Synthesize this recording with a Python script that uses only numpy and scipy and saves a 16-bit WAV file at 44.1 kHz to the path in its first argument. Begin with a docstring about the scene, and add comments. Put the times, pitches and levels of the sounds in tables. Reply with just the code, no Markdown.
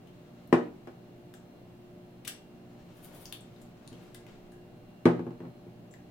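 """A fridge hums in a small kitchen, and a hinged metal press rubs and ticks faintly as it is handled.
Up close a lime half drops on a wooden board: a dull thump from the wood, a wet slap from the flesh.
Further back the press clacks shut, bursts juice cells into a hiss over a deep flutter, and clinks open.
Another half lands and rolls in a few bumps. The room answers each knock and squirt with a short tail."""
import sys
import numpy as np
from scipy import signal
from scipy.fft import rfft, irfft, next_fast_len
from scipy.io import wavfile
from scipy.ndimage import map_coordinates

SR = 44100
rng = np.random.default_rng(int(sys.argv[2]) if len(sys.argv) > 2 else 0)


def generate_wav(signal):
    """Clip the signal to [-1, 1] and save it as 16-bit WAV at the path in sys.argv[1]."""
    frames = np.transpose(np.atleast_2d(signal))
    scaled = np.clip(frames, -1, 1) * 32767
    pcm = np.round(scaled).astype(np.int16)
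    wavfile.write(sys.argv[1], SR, pcm)


N = 269010
TIME = np.arange(N) / SR
RING = np.arange(int(.7 * SR)) / SR  # seconds since a hit


def undb(db):
    """Decibels to gain."""
    return 10 ** (np.asarray(db) / 20)


def unit(x):
    """Scale to rms 1."""
    return x / np.sqrt(np.mean(x ** 2))


def unit_hit(x):
    """Scale to the energy of 10 ms at rms 1."""
    return x / np.sqrt(np.sum(x ** 2) / (SR / 100))


def along(points, hz):
    """Read a curve on a log-frequency axis."""
    f, value = np.transpose(points)
    return np.interp(np.log(np.maximum(hz, 1)), np.log(f), value)


def eq(x, curve):
    """Shape a signal with a curve of (f/Hz, level/dB) points."""
    n = x.shape[-1]
    size = next_fast_len(n)
    gain = undb(along(curve, np.fft.rfftfreq(size, 1 / SR)))
    return irfft(rfft(x, size) * gain, size)[..., :n]


def butter(x, hz, kind, order=2):
    """Causal low-, high- or band-pass."""
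    sos = signal.butter(order, np.clip(hz, 5, .48 * SR), kind, fs=SR, output="sos")
    return signal.sosfilt(sos, x)


def wander(rate_hz):
    """Smooth random modulation with a spread near 1."""
    knots = rng.standard_normal(1024)
    return 1.2 * map_coordinates(knots, [TIME * rate_hz], order=3, mode="wrap")


def swell(peak_s, db, rise_s, fall_s):
    """Envelope that grows to a peak and dies away, by 20 dB in each rise or fall time."""
    return undb(db - 20 * np.maximum((peak_s - TIME) / rise_s, (TIME - peak_s) / fall_s))


def grains(per_s, spread_db, hiss_db):
    """Tiny bursts of very unequal size over a smooth hiss."""
    bursts = (rng.random(N) < per_s / SR) * rng.standard_normal(N)
    sizes = undb(spread_db * np.minimum(rng.exponential(size=N), 4))
    return unit(bursts * sizes) + undb(hiss_db) * rng.standard_normal(N)


def pan(x, db):
    """Place a sound, left minus right in dB."""
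    return x * undb(np.array([[db], [-db]]) / 2)


def add(track, s, sound):
    """Mix a sound in at time s."""
    i = int(s * SR)
    track[..., i:i + sound.shape[-1]] += sound[..., :N - i]


# stereo width of diffuse sound [f/Hz, side minus mid/dB]
STEREO_WIDTH = [(60, -16.5), (250, -10), (500, -1.5), (1000, -2), (2500, 1), (16000, 1.5)]


def diffuse(n):
    """Stereo noise from all directions: narrow in the bass, wide in the treble."""
    mid, side = rng.standard_normal((2, n))
    side = eq(side, STEREO_WIDTH)
    return np.array([mid + side, mid - side])


# motor hum [multiple of the shaft rate, level/dB]
MOTOR_HARMONICS = [(2, -63), (3, -60.5), (4, -64.5), (5, -67), (6, -61), (7, -73), (8, -73), (10, -71),
                   (13, -77)]
# motor whine and faint steady high tones [f/Hz, level/dB]
WHINE_TONES = [(604, -72), (694, -74), (2778, -82), (4134, -86)]
# tone of the moving air [f/Hz, relative level/dB]
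AIR_EQ = [(20, -10), (60, -8), (90, -7), (130, 2.5), (190, 0.5), (300, -3.5), (450, -11), (720, -11),
          (950, -19), (1800, -26), (3000, -28.5), (6000, -38.5), (10000, -42), (15000, -38.5)]


def fridge(shaft_hz=59.2, drift=0.0021, waver_db=2):
    """The bed: wavering motor harmonics and a thin whine over soft moving air."""
    turns = np.cumsum(shaft_hz * (1 + drift * wander(3))) / SR
    tones = [(k * turns, db) for k, db in MOTOR_HARMONICS] + [(hz * TIME, db) for hz, db in WHINE_TONES]
    hum = 0
    for cycles, db in tones:
        amplitude = np.sqrt(2) * undb(db + waver_db * wander(5))
        phase = 2 * np.pi * (cycles + rng.random()) + 0.66 * wander(8.1)
        hum += amplitude * np.sin(phase)
    air = unit(eq(diffuse(N), AIR_EQ)) * undb(-54 + 0.067 * wander(1.5))
    return pan(hum + air, -0.044)


def rumble(rest_db=-81.5, work_db=-66, start_s=2.9, end_s=4.8, fade_s=.3):
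    """A sub-bass flutter, faint at rest and stronger while the press is worked."""
    working = np.clip(1 + np.minimum(TIME - start_s, end_s - TIME) / fade_s, 0, 1)
    flutter = unit(butter(rng.standard_normal(N), [14, 29], "band"))
    return flutter * undb(rest_db + working * (work_db - rest_db))


# grips on the press [peak t/s, relative level/dB, swell and fade per 20 dB/s (sign has no effect)]
GRIPS = [(0.25, -62, 1.5), (3.07, -60, 0.65), (3.24, -57, 0.54), (3.66, -67, -1.2), (3.93, -56, 0.17),
         (4.07, -56.5, 0.1), (4.29, -55, 0.24)]
# tone of the friction [f/Hz, relative level/dB]
RUB_EQ = [(300, 15), (900, 10), (1700, 3.5), (3200, 1), (5500, -5), (8000, -8.5), (16000, -46)]


def rind_rub():
    """Rind and fingers rub in the cup: a grainy friction that swells with each grip."""
    grip = sum(swell(s, db, fade_s, fade_s) for s, db, fade_s in GRIPS)
    friction = unit(eq(grains(per_s=2000, spread_db=1.8, hiss_db=0), RUB_EQ))
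    return friction * grip * undb(2 * wander(35))


# reverb time of the kitchen [f/Hz, t60/s]
KITCHEN_DECAY = [(125, 0.49), (500, 0.35), (1500, 0.33), (4000, 0.32), (9000, 0.24), (16000, 0.15)]


def kitchen(x, build_s, low_cut_hz):
    """Diffuse room tail: it builds up quickly and the treble dies first."""
    spectrum, hz = rfft(diffuse(len(RING))), np.fft.rfftfreq(len(RING), 1 / SR)
    octave = np.clip(np.log2(np.maximum(hz, 1) / 125), 0, 7)
    tail = 0
    for k in range(8):
        band = irfft(spectrum * np.maximum(1 - abs(octave - k), 0), len(RING))
        tail += band * undb(-60 * RING / along(KITCHEN_DECAY, 125 * 2 ** k))
    tail *= 1 - np.exp(-RING / build_s)
    tail = butter(tail / np.sqrt(np.sum(tail ** 2) / 2), low_cut_hz, "high", order=1)
    return signal.fftconvolve(np.atleast_2d(x), tail, axes=1)[:, :N]


# ring of the cup and handles [f/Hz, relative level/dB, t60/s]
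PRESS_MODES = [(1640, 6, .2), (2025, 0, 0.2), (3080, -4.5, .2), (3685, -15, 0.16), (4134, -14, 1.3),
               (5300, -8, .15), (6196, -4, 0.43), (7300, -5, 0.34), (7700, -6, 0.17), (8440, -4, 0.13),
               (9200, -18, 0.088), (10470, -1, 0.11), (12300, 2, 0.11), (13600, 1, .11)]
# steel-on-steel hits [t/s, relative level/dB, contact f/Hz, scrape decay/s, ring over scrape/dB]
PRESS_HITS = [(0.072, -57.5, 2930, .004, -4), (0.475, -59.5, 13000, .0027, -21),
              (1.339, -48.5, 1400, 0.0025, -21), (1.344, -56.5, 7600, .003, 8),
              (2.2495, -40.5, 3000, 0.0068, -19.5), (2.2732, -38.5, 1340, 0.0078, -24),
              (2.2773, -30.5, 10400, 0.002, -19), (2.277, -33, 3030, 0.007, -11),
              (3.2556, -41, 4950, 0.0021, -23), (3.3254, -38.5, 11600, 0.00032, -18),
              (3.3253, -35.5, 3300, 0.00099, -24), (3.407, -53.5, 8600, 0.0046, -7),
              (3.562, -59.5, 3820, 0.0013, -7), (3.616, -56.5, 7700, 0.0081, -15),
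              (3.876, -51, 8700, .0005, -27), (3.877, -49, 4520, .0006, -31),
              (3.929, -53.5, 3250, .002, -23), (4.145, -47.5, 9200, 0.0043, -6),
              (4.147, -45, 2150, 0.0017, -12), (4.266, -51, 2440, 0.0018, -5), (4.517, -63, 9900, .0044, 6),
              (4.52, -55.5, 1650, .003, -14), (5.910, -54.5, 7350, .003, 10),
              (5.939, -50.5, 1990, 0.0014, -15)]


def press_clinks(closed_s=(2.2, 3.9), grip_db_per_s=220, scatter_db=1.5):
    """Steel parts scrape for a moment and ring; where they touch decides which pitch stands out."""
    clinks = np.zeros(N)
    hz, db, t60 = np.transpose(PRESS_MODES)[:, :, None]
    modes = undb(db - 60 * RING / t60) * np.sin(2 * np.pi * hz * RING)
    for s, level_db, contact_hz, scrape_s, ring_db in PRESS_HITS:
        burst = rng.standard_normal(len(RING)) * np.exp(-RING / scrape_s)
        scrape = butter(burst, [650, 14000], "band", order=1)
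        # the modes near the contact pitch take most of the force, a little differently each time
        share = .25 + np.exp(-2 * np.log2(hz[:, 0] / contact_hz) ** 2)
        share *= undb(scatter_db * rng.standard_normal(len(modes)))
        ring = (share * rng.choice([-1, 1], len(modes))) @ modes
        if closed_s[0] < s < closed_s[1]:  # the fist round the closed handles damps them
            ring *= undb(-grip_db_per_s * RING)
        clink = unit_hit(scrape) + undb(ring_db) * unit_hit(ring)
        # a light touch brings out one pitch; a hard blow wakes the whole press
        boost_db = 16 - 0.44 * (level_db + 47.5)
        width = 0.28 * undb(-boost_db / 2)  # a taller resonance is narrower
        band = butter(clink, contact_hz * np.exp([-width, width]), "band", order=1)
        add(clinks, s, undb(level_db - 9.5) * unit_hit(clink + (undb(boost_db) - 1) * band))
    reverb = kitchen(clinks, build_s=0.0009, low_cut_hz=360)
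    return pan(clinks, 9.8) + undb(2) * pan(reverb, 2.3)


# ring of the board and the table under it [f/Hz, relative level/dB, t60/s]
BOARD_MODES = [(128.7, -2, 0.5), (172, -7.5, 0.28), (238.6, -4.5, 0.21), (249, -3, 0.31), (304, 0, 0.2),
               (334.8, -5.5, 0.17), (358.3, -10, 0.33), (378.4, -7.5, 0.39), (469, -9, .3),
               (494.5, -3, 0.13), (583, -11, 0.21), (652, -15, 0.25), (764, -18, 0.25), (841, -4, 0.084),
               (929, -14.5, 0.13), (1062, -17, 0.094), (1098, -16, 0.14), (1270, -16, 0.15),
               (1510, -16, 0.077)]


def board_thump(soft_hz, weight_db, give_hz=316, give_s=0.0017, ring_db=-12):
    """The board gives under the fruit in one heavily damped shove, then rings on briefly."""
    thump = -RING / give_s * np.exp(1 - RING / give_s) * np.cos(2 * np.pi * give_hz * RING)
    attack = 1 - np.exp(-RING / 0.001)  # bending waves take a moment to fill the table
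    hz, db, t60 = np.transpose(BOARD_MODES)[:, :, None]
    modes = undb(db - 60 * RING / t60) * np.sin(2 * np.pi * hz * RING) * attack
    lowness = 1 / (1 + (hz[:, 0] / 205) ** 8)
    ring = undb(ring_db + weight_db * lowness) @ modes
    return butter(thump + ring, soft_hz, "low", order=1)


# tone of wet flesh on wood [f/Hz, relative level/dB]
SLAP_EQ = [(80, -58), (250, 5), (720, 14.5), (1300, 5.5), (2200, -1), (3400, -11), (4800, -17),
           (8000, -19.5), (16000, -28)]


def flesh_slap(level_db, soft_hz, squish_db=-10, squish_s=0.022):
    """The first wet contact is a bright slap; the flesh then settles in a duller squish."""
    slap_s = 0.011 * 2 ** (level_db / 28.5)  # a harder landing spreads the flesh for longer
    wet_db = -14 + 6 * np.log2(soft_hz / 2350)  # the cut face lands brighter and wetter than the rind
    splash = unit(eq(diffuse(len(RING)), SLAP_EQ))
    slap = butter(splash, 3 * soft_hz, "low", order=1) * np.exp(-RING / slap_s)
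    squish = butter(splash, soft_hz, "low", order=1) * np.exp(-RING / squish_s)
    return undb(level_db + wet_db) * (slap + undb(squish_db) * squish)


# drops, rolls and nudges [t/s, relative level/dB, treble corner f/Hz, weight on the lowest modes/dB]
LIME_HITS = [(0.5266, -7, 2570, -14), (0.8727, -35.5, 4770, -10), (3.918, -33, 191, 2.5),
             (5.0552, -6.5, 2360, -1), (5.193, -26, 1720, 6.5), (5.266, -28.5, 1280, 5),
             (5.307, -40, 3000, 0), (5.404, -35.5, 2560, 12), (5.433, -35.5, 1090, -3),
             (5.452, -37, 2000, 1), (5.666, -42, 900, 13)]


def limes():
    """Lime halves land and roll close by, each bump a wooden thump layered with a wet slap."""
    wood, wet = np.zeros(N), np.zeros((2, N))
    for s, db, soft_hz, weight_db in LIME_HITS:
        add(wood, s, undb(db) * board_thump(soft_hz, weight_db))
        add(wet, s, flesh_slap(db, soft_hz))
    wood = butter(wood, 112, "high", order=6)  # below 112 Hz the knock falls away steeply
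    direct = pan(wood, 0.78) + pan(wet, 5.1)
    bounced = pan(wood, 1.0) + butter(pan(wet, 1.2), 1800, "low", order=1)
    reverb = kitchen(wood, build_s=0.0031, low_cut_hz=320) + kitchen(wet, build_s=0.00071, low_cut_hz=230)
    return direct + early_reflections(bounced) + undb(-4) * reverb


# bounces off the cupboard and wall [delay/s, gain, left lead and right lag/s]
REFLECTIONS = [(.0114, .55, .0001), (.0172, .3, -.0001)]


def early_reflections(stereo):
    """Nearby surfaces throw the sound back, reaching one ear just before the other."""
    echoes = np.zeros((2, N))
    for delay_s, gain, lag_s in REFLECTIONS:
        for ear, side in enumerate((-1, 1)):
            echoes[ear] += gain * np.interp(TIME - delay_s - side * lag_s, TIME, stereo[ear])
    return echoes


# squirts as the fist tightens [peak t/s, relative level/dB, build-up per 20 dB/s]
JUICE_SQUIRTS = [(3.055, -55, 0.13), (3.15, -60, 0.08), (3.205, -51, 0.07), (3.255, -53.5, .06),
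                 (3.64, -65.5, .15), (4.06, -66.5, .2)]
# tone of the spray [f/Hz, relative level/dB]
SPRAY_EQ = [(1500, -30), (3000, 5), (5000, -2), (7000, -2), (9500, 6.5), (12000, 8.5), (16000, 5)]


def juice_spray(release_s=0.059):
    """Juice cells burst and spray through the holes in a bright, sputtering hiss."""
    flow = sum(swell(s, db, rise_s, release_s) for s, db, rise_s in JUICE_SQUIRTS)
    fizz = unit(eq(grains(per_s=1500, spread_db=2.8, hiss_db=1), SPRAY_EQ))
    return fizz * flow * undb(3.2 * wander(50))


def squeeze():
    """Spray and rub both come from the cup of the press, back and to the left."""
    cup = juice_spray() + rind_rub()
    reverb = kitchen(cup, build_s=0.0012, low_cut_hz=390)
    return undb(-9.5) * pan(cup, 10) + undb(-6.5) * pan(reverb, 1.5)


def scene():
    """The board in front, the press behind it, the fridge all round."""
    return limes() + press_clinks() + squeeze() + fridge() + rumble()


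def record(dry):
    """A steep high cut at 15.9 kHz on the whole mix."""
    return signal.sosfilt(signal.ellip(10, .2, 70, 15900, fs=SR, output="sos"), dry)


dry = scene()
out = record(dry)
generate_wav(out)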